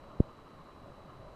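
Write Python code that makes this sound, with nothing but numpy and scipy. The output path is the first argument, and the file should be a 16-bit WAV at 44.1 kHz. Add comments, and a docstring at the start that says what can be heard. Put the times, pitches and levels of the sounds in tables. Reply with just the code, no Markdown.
"""Light wind on a snowy slope

Open ground, heard from a hand-held camera: wind rumbles on the microphone, with a rush far off.
One soft bump, probably on the camera body, gives a dull thump that dies at once.
Close to the microphone the camera's mechanism whines faintly, fluttering at the picture rate."""
import sys
import numpy as np
from scipy import signal
from scipy.fft import rfft, irfft
from scipy.io import wavfile

SR = 44100
rng = np.random.default_rng(int(sys.argv[2]) if len(sys.argv) > 2 else 0)


def transcribe(u):
    """Save the signal u as a 16-bit wav file named by the first command-line argument.

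    u: samples, shape (n,) or (channels, n), limited to [-1, 1]; the rate is SR.
    q: integer samples, one column per channel.
    """
    v = np.clip(np.atleast_2d(u).T, -1, 1)
    q = np.round(v * 32767).astype(np.int16)
    wavfile.write(sys.argv[1], SR, q)


N = 59535


def undb(db):
    """Decibels to gain."""
    return 10 ** (np.asarray(db) / 20)


def level(x, db):
    """Set the rms level."""
    return x * undb(db) / np.sqrt(np.mean(x ** 2))


def filtered(x, response):
    """Apply a frequency response, given as a function of Hz."""
    f = np.maximum(np.arange(N // 2 + 1) * SR / N, 1e-3)
    return irfft(rfft(x) * response(f), N)


def noise(response):
    """Noise of rms 1, coloured by a frequency response."""
    return level(filtered(rng.standard_normal(N), response), 0)


def drift(rate_hz):
    """Smooth random drift of spread 1."""
    return noise(lambda f: np.exp(-(f / rate_hz) ** 2))


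def resonant_noise(hz, half_width_hz):
    """Noise of rms 1 through the same resonance twice."""
    width = 2 * half_width_hz
    return noise(lambda f: (1j * f * width / (hz ** 2 - f ** 2 + 1j * f * width)) ** 2)


def thump(t):
    """Each soft contact pushes the microphone, which recoils more slowly; the casing ticks faintly."""
    # a light touch, then the blow: t/s, level/dB, softness/s
    contacts = [(.2003, -24.5, 0.00127), (0.204, -7, 0.00056)]
    recoil_db, recoil_lag, recoil_stretch = -9, 5.35, 3.04  # lag and stretch in units of the softness
    tick_hz, tick_db, tick_decay_s = 1145, -41, 0.0025
    mic_low_cut_hz = 8
    pulses = 0
    for at, db, softness in contacts:
        age = (t - at) / softness
        push = np.exp(-.5 * age ** 2)
        recoil = undb(recoil_db) * np.exp(-.5 * ((age - recoil_lag) / recoil_stretch) ** 2)
        pulses += undb(db) * (push - recoil)
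    touch_at, _, touch_softness = contacts[0]  # the casing rings as the first touch begins
    since = np.maximum(t - (touch_at - touch_softness), 0)
    tick = undb(tick_db) * np.sin(2 * np.pi * tick_hz * since) * np.exp(-since / tick_decay_s)
    return filtered(pulses + tick, lambda f: 1j * f / (mic_low_cut_hz + 1j * f))


def wind(t):
    """Wind on the microphone: the low octaves follow its strength and flicker, the hiss stays even."""
    # spectrum of steady air and microphone hiss: f/Hz, relative level/dB
    air_spectrum = [(20,1),(40,0),(76,-2),(135,0.5),(200,-3),(280,-2.5),(450,-6.5),(807,-8.5),(1230,-16),(2030,-22.5),(3720,-30.5),(4100,-27),(4960,-34.5),(7000,-39.5),(13500,-45.5)]
    # strength of the wind's rumble: t/s, relative level/dB
    gusts = [(0, -1), (.13, 0), (.26, -0.5), (.32, -5), (.42, -2.5), (.5, -2), (.57, -1), (.7, -4),
             (.82, -1.5), (.9, 1), (1.01, -3.5), (1.06, 1), (1.11, -1.5), (1.2, 3), (1.35, -2.5)]
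    rumble_top_hz, flicker_db = 340, 2.5
    hz, db = np.array(air_spectrum).T
    air = level(noise(lambda f: undb(np.interp(np.log(f), np.log(hz), db))), db=-53)
    gust_db = np.interp(t, *np.array(gusts).T)
    octaves = np.arange(5, 15)  # bands centred on 2 ** octave Hz
    out = 0
    for octave in octaves:
        band = filtered(air, lambda f: np.interp(np.log2(f), octaves, octaves == octave))
        wind_share = 1 / (1 + (2. ** octave / rumble_top_hz) ** 2)
        out += band * undb(wind_share * (gust_db + flicker_db * drift(rate_hz=18)))
    return out


def distant_rush(t):
    """Far-off rushing in broad resonances that swell briefly; a hollow note below swells on its own."""
    # resonances of the rush: f/Hz, half-width/Hz, level between swells/dB
    resonances = [(1044, 100, -64.5), (1211, 112, -65.5), (1720, 430, -83.5), (2926, 230, -82)]
    # brief swells of the rush: t/s, half-length/s, rise/dB
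    swells = [(0.042, .012, 7), (.115, 0.018, 8), (0.31, 0.023, 7), (0.477, 0.0097, 9.5), (1.1, 0.034, 6),
              (1.144, 0.01, 4.5), (1.284, 0.12, 1.5)]
    # course of the hollow note: t/s, level/dB
    hollow_levels = [(0, -65), (.1, -55), (.16, -65), (.25, -54), (.33, -68.5), (.82, -72.5), (.86, -57.5),
                     (.915, -57), (.95, -64), (1.0, -57), (1.15, -70), (1.24, -52.5), (1.35, -61)]
    steady = sum(undb(db) * resonant_noise(hz, half_width) for hz, half_width, db in resonances)
    swell_db = sum(db * np.exp(-((t - at) / half_length) ** 2) for at, half_length, db in swells)
    flicker_db = 2.12 * drift(rate_hz=100)
    hollow = resonant_noise(hz=586, half_width_hz=64)
    hollow_db = np.interp(t, *np.array(hollow_levels).T)
    return steady * undb(swell_db + flicker_db) + hollow * undb(hollow_db)


def camera_whine(t):
    """The mechanism, close by: a thin, unsteady tone and a fainter, steady-pitched one an octave up."""
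    frame_hz, whine_hz, upper_hz = 30, 3946, 7882
    wander_hz, swing_hz, flutter_depth = 12, 29, 0.43
    frame_phase = 2 * np.pi * frame_hz * t
    # the lower tone's pitch swings once a frame, its level twice
    pitch_hz = whine_hz + wander_hz * drift(rate_hz=52) + swing_hz * np.sin(frame_phase)
    flutter = 1 + flutter_depth * np.sin(2 * frame_phase)
    tone = flutter * np.sin(2 * np.pi * np.cumsum(pitch_hz) / SR)
    upper = (1 + np.sin(frame_phase)) * np.sin(2 * np.pi * upper_hz * t)
    return level(tone, db=-75.5) + level(upper, db=-96.5)


def scene():
    """Everything at one microphone, with no echo over the snow."""
    t = np.arange(N) / SR
    return (wind(t) + distant_rush(t) + thump(t) + camera_whine(t))[None]


def record(dry):
    """The recorder cuts the top treble steeply."""
    top_hz = 14067
    return signal.sosfilt(signal.ellip(10, .2, 70, top_hz, fs=SR, output="sos"), dry)


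dry = scene()
out = record(dry)
transcribe(out)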